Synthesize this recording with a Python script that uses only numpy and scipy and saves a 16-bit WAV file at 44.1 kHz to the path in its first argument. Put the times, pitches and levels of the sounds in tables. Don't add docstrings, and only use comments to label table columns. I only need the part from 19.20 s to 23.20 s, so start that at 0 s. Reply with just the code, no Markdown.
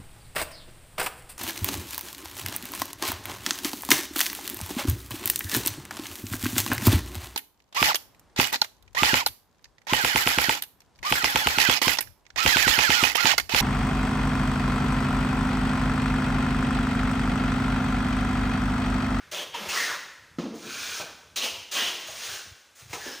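import sys
import numpy as np
from scipy import signal
from scipy.fft import rfft, irfft
from scipy.io import wavfile
from scipy.ndimage import uniform_filter1d

SR = 44100
rng = np.random.default_rng(int(sys.argv[2]) if len(sys.argv) > 2 else 0)


def linear_from_db(decibels):
    return 10 ** (np.asarray(decibels, float) / 20)


def inscribe(sig):
    pcm = np.round(np.clip(np.atleast_2d(sig).T, -1, 1) * 32767)
    wavfile.write(sys.argv[1], SR, pcm.astype(np.int16))


N = 176400

# frequency in Hz, relative density in dB per Hz.
GRIT_SPECTRUM = [(700, -29), (1250, -2), (2300, 1.5), (3000, 2), (6500, -2.5), (7800, -17), (9400, -16.5),
                 (11300, -30.5), (13800, -29), (14600, -28), (15500, -4.5)]


def evened(x):
    return x / np.sqrt(np.mean(x ** 2) + 1e-20)


def smoothed(x, size):
    return evened(uniform_filter1d(uniform_filter1d(x, size=size), size=size))


def add(mix, start_s, sound):
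    part = mix[round(start_s * SR):][:len(sound)]
    part += sound[:len(part)]


def colour(x, points):
    f, db = np.transpose(points)
    hz = np.fft.rfftfreq(len(x), 1 / SR)
    gain_db = np.interp(np.log(hz + 1), np.log(f + 1), db)
    return irfft(rfft(x) * linear_from_db(gain_db), len(x))


def resonate(x, hz, width_hz):
    carrier = np.exp(2j * np.pi * np.cumsum(hz * np.ones(len(x))) / SR)
    pole = np.exp(-np.pi * width_hz / SR)
    return 2 * (carrier * signal.lfilter([1 - pole], [1, -pole], x / carrier)).real


def grains():
    grains_per_s, size_spread_db, chatter_db = 9000, 1, 0.5
    hit = rng.random(N) < grains_per_s / SR
    size = np.minimum(rng.exponential(1, N), 5)
    sign = np.sign(rng.standard_normal(N))
    chatter = smoothed(rng.standard_normal(N), 400)
    return hit * sign * linear_from_db(size_spread_db * size + chatter_db * chatter)


def strokes(sand):
    # time in seconds, grit level in dB before the band shares.
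    stroke_rows = [
        [(0, -57.5), (.09, -63.5)],
        [(.113, -36), (.232, -38.5), (.25, -52)],
        [(.338, -38), (.39, -43.5), (.47, -41.5)],
        [(.485, -37), (.58, -27), (.65, -32), (.75, -38.5), (.83, -53.5)],
        [(1.34, -55.5), (1.44, -45), (1.5, -40), (1.62, -35.5), (1.81, -35.5), (1.86, -53.5)],
        [(2.158, -28), (2.215, -35), (2.245, -27), (2.31, -40), (2.36, -45.5)],
        [(2.512, -33), (2.585, -28), (2.68, -32), (2.72, -38), (2.87, -44.5)],
        [(2.87, -50), (3.0, -39), (3.05, -37), (3.15, -37.5), (3.26, -51.5)],
        [(3.55, -61.5), (3.61, -51.5), (3.67, -61.5), (3.72, -47)],
        [(3.728, -39.5), (3.77, -46), (3.88, -39.5), (4.0, -47.5)],
    ]
    # treble of the grit, grit below mid_hz, low scrub.
    treble_shares = [-28, -2.5, -11, 0, 2, -2.5, -1.5, 4.5, 7, 1]
    mid_shares = [11.5, -1, 5.5, -0.5, -4, -8, -4.5, -1, 2, -4.5]
    scrub_shares = [-3.5, -6, -1, -13.5, -16, -9, -10.5, -14.5, -9, -10]
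    # frequency in Hz, relative density in dB per Hz.
    scrub_spectrum = [(80, -81), (170, -14), (520, -2.5), (1100, -6.5), (1600, -23)]
    treble_hz, mid_hz = 7070, 2330
    touch_s, lift_s, scrub_rise_s = 0.0051, 0.069, 0.023
    touch_hiss_db, touch_hiss_s = 9.5, 0.038

    grit = evened(colour(sand, GRIT_SPECTRUM))
    treble = signal.sosfiltfilt(signal.butter(4, treble_hz, "high", fs=SR, output="sos"), grit)
    body = grit - treble
    treble = evened(treble)
    mid = signal.sosfiltfilt(signal.butter(4, mid_hz, fs=SR, output="sos"), body)
    scrub = evened(colour(sand, scrub_spectrum))

    out = np.zeros(N)
    for rows, treble_db, mid_db, scrub_db in zip(stroke_rows, treble_shares, mid_shares, scrub_shares):
        s, level_db = np.transpose(rows)
        end_s = s[-1] + lift_s
        at = slice(round(s[0] * SR), min(round(end_s * SR), N))
        t = np.arange(at.start, at.stop) / SR
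        since = t - t[0]
        touch = np.clip(since / touch_s, 0, 1) * np.clip((end_s - t) / lift_s, 0, 1)
        hiss = linear_from_db(treble_db + touch_hiss_db * np.exp(-since / touch_hiss_s)) * treble[at]
        low = linear_from_db(scrub_db) * (1 - np.exp(-since / scrub_rise_s)) * scrub[at]
        rub = body[at] + (linear_from_db(mid_db) - 1) * mid[at] + hiss + low
        out[at] += touch * linear_from_db(np.interp(t, s, level_db)) * rub
    return out


def block_rings(sand):
    # start in seconds (negative: already sounding), length in seconds, centre in Hz,
    # width in Hz, rms level in dB before the swell.
    rings = [(-.2, 0.23, 1440, 255, -45.5), (0.4, 0.075, 208, 50, -48.5), (0.138, 0.112, 3140, 695, -39),
             (0.331, 0.075, 3000, 600, -41), (0.488, 0.041, 2720, 280, -34),
             (0.52, 0.071, 1260, 441, -37.5), (0.552, 0.15, 1873, 278, -31.5),
             (0.677, 0.11, 1520, 720, -36), (1.422, 0.55, 1510, 298, -47), (1.444, 0.46, 2430, 250, -50),
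             (2.165, 0.1, 3880, 496, -42), (2.202, .11, 2910, 600, -34.5), (2.552, 0.17, 3020, 620, -31),
             (2.569, 0.08, 1840, 373, -35.5), (2.551, 0.045, 1130, 120, -44),
             (3.083, 0.2, 1564, 217, -49.5), (3.79, 0.24, 1680, 300, -47), (3.844, 0.16, 5280, 259, -49)]
    wander_hz, chatter_db = 39, 0.5
    wander, flutter = (smoothed(v, 500) for v in rng.standard_normal((2, N)))
    out = np.zeros(N)
    for s, length_s, centre_hz, width_hz, db in rings:
        start_s = max(s, 0)
        at = slice(round(start_s * SR), round((s + length_s) * SR))
        hz = centre_hz + np.minimum(wander_hz, width_hz / 2) * wander[at]
        ring = evened(resonate(resonate(sand[at], hz, width_hz), hz, 3 * width_hz))
        phase = np.linspace(max(-s / length_s, 0), 1, len(ring))
        swell = abs(np.sin(np.pi * phase ** 0.57)) ** 0.66
        add(out, start_s, linear_from_db(db + chatter_db * flutter[at]) * swell * ring)
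    return out


def room(x):
    # frequency in Hz, t60 of the long tail in seconds.
    tail_decay = [(200, 1), (1500, 1.0), (5000, 0.87), (12000, 0.72)]
    late_db, early_db, early_t60_s = -5.5, -12.5, 0.033
    turns_per_s, delay_samples = 3, 150
    turn = 2 * np.pi * turns_per_s * np.arange(N) / SR
    out = np.zeros(N)
    f, t60_s = np.transpose(tail_decay)
    for k in range(3):
        hz, t, z = signal.stft(rng.standard_normal(SR * 3 // 2), SR, nperseg=256)
        late = linear_from_db(-60 * t / np.interp(np.log(hz + 1), np.log(f), t60_s)[:, None])
        early = linear_from_db(-60 * t / early_t60_s) * np.ones_like(late)
        response = 0
        for shape, db in ((late, late_db), (early, early_db)):
            part = signal.istft(z * shape, SR, nperseg=256)[1][128:]
            response = response + linear_from_db(db) * part / np.linalg.norm(part)
        fed = x * np.sqrt(2 / 3) * np.cos(turn + k * np.pi / 3)
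        out += signal.fftconvolve(fed, np.r_[np.zeros(delay_samples), response])[:N]
    return out


def air():
    # frequency in Hz, relative density in dB per Hz.
    wash_spectrum = [(100, -38), (250, -13.5), (1400, -14), (6500, -19), (12000, -27.5), (15000, -31)]
    wash_db, wind_hz, wind_db, gust_db = -62, 77.3, -69, 7
    wash, wind, gust = rng.standard_normal((3, N))
    gust = smoothed(gust, 3000)
    wind = evened(resonate(resonate(wind, wind_hz, 90), wind_hz, 140))
    return linear_from_db(wash_db) * evened(colour(wash, wash_spectrum)) + linear_from_db(wind_db + gust_db * gust) * wind


def knocks():
    # start in seconds, rms level of the first 20 ms in dB before the attack ramp,
    # centre in Hz, width in Hz, t60 of the exciting noise in seconds.
    knock_rows = [(.117, -44.5, 600, 118, 0.33), (0.339, -35.5, 912, 100, 0.13),
                  (1.797, -39, 577, 583, 0.33), (2.881, -45, 662, 158, 0.18),
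                  (3.730, -37, 2310, 980, 0.052), (3.731, -37, 710, 900, 0.2),
                  (3.86, -40.5, 350, 260, 0.23)]
    attack_s = 0.0024
    t = np.arange(SR // 3) / SR
    out = np.zeros(N)
    for s, db, hz, width_hz, t60_s in knock_rows:
        blow = rng.standard_normal(len(t)) * linear_from_db(-60 * t / t60_s)
        ring = resonate(resonate(blow, hz, width_hz), hz, 2 * width_hz)
        ring = ring / np.sqrt(np.mean(ring[:SR // 50] ** 2))
        add(out, s, linear_from_db(db) * np.minimum(t / attack_s, 1) * ring)
    return out


def board():
    # time in seconds, rattle level in dB.
    blows = [(1.185, -23.5), (1.219, -42), (1.262, -32.5), (1.3, -51), (1.347, -38.5), (1.4, -56),
             (1.48, -42.5), (1.529, -79)]
    # mode in Hz, width in Hz, relative level in dB.
    modes = [(221, 90, -3.5), (292.6, 150, 2.5), (425, 83, -3), (556, 430, -5), (815, 310, -12)]
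    attack_s, crack_db, crack_t60_s = 0.00052, -42, 0.64
    dulling_db_per_s = 10
    s, db = np.transpose(blows)
    t = np.arange(0, s[-1] - s[0], 1 / SR)
    shake, grit = rng.standard_normal((2, SR))[:, :len(t)]
    rattle = np.zeros(len(t))
    for hz, width_hz, mode_db in modes:
        mode = evened(resonate(resonate(shake, hz, width_hz), hz, width_hz))
        rattle += linear_from_db(mode_db - dulling_db_per_s * t * np.log2(hz / 200)) * mode
    rattle = evened(rattle)
    rattle = rattle / np.sqrt(uniform_filter1d(rattle ** 2, size=900))
    crack = linear_from_db(crack_db - 60 * t / crack_t60_s) * evened(colour(grit, GRIT_SPECTRUM))
    thud = linear_from_db(np.interp(t + s[0], s, db)) * rattle + crack
    out = np.zeros(N)
    add(out, s[0], np.minimum(t / attack_s, 1) * thud)
    return out


def bumps():
    # time in seconds (half a cycle after onset), sine amplitude in dB before the window,
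    # frequency in Hz.
    bump_rows = [(3.315, -43.5, 84), (3.625, -47.5, 116), (3.659, -47, 114), (3.702, -40, 102)]
    cycles = 2
    out = np.zeros(N)
    for s, db, hz in bump_rows:
        u = np.arange(0, 1, hz / cycles / SR)
        add(out, s - 0.5 / hz, linear_from_db(db) * np.sin(np.pi * u) * np.sin(2 * np.pi * cycles * u))
    return out


def scene():
    sand = grains()
    dry = strokes(sand) + block_rings(sand) + knocks() + board()
    mono = dry + room(dry) + bumps() + air()
    return np.array([mono, mono])


def roll_off(x):
    return signal.sosfilt(signal.butter(12, 16650, fs=SR, output="sos"), x)


def record(dry):
    bass_cut_hz, edge_hz = 60, 15440
    thin = signal.sosfilt(signal.butter(2, bass_cut_hz, "high", fs=SR, output="sos"), dry)
    edge = signal.firwin(511, edge_hz, window=("kaiser", 9), fs=SR)[None]
    return roll_off(signal.oaconvolve(thin, edge, "same"))


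dry = scene()
out = record(dry)
inscribe(out)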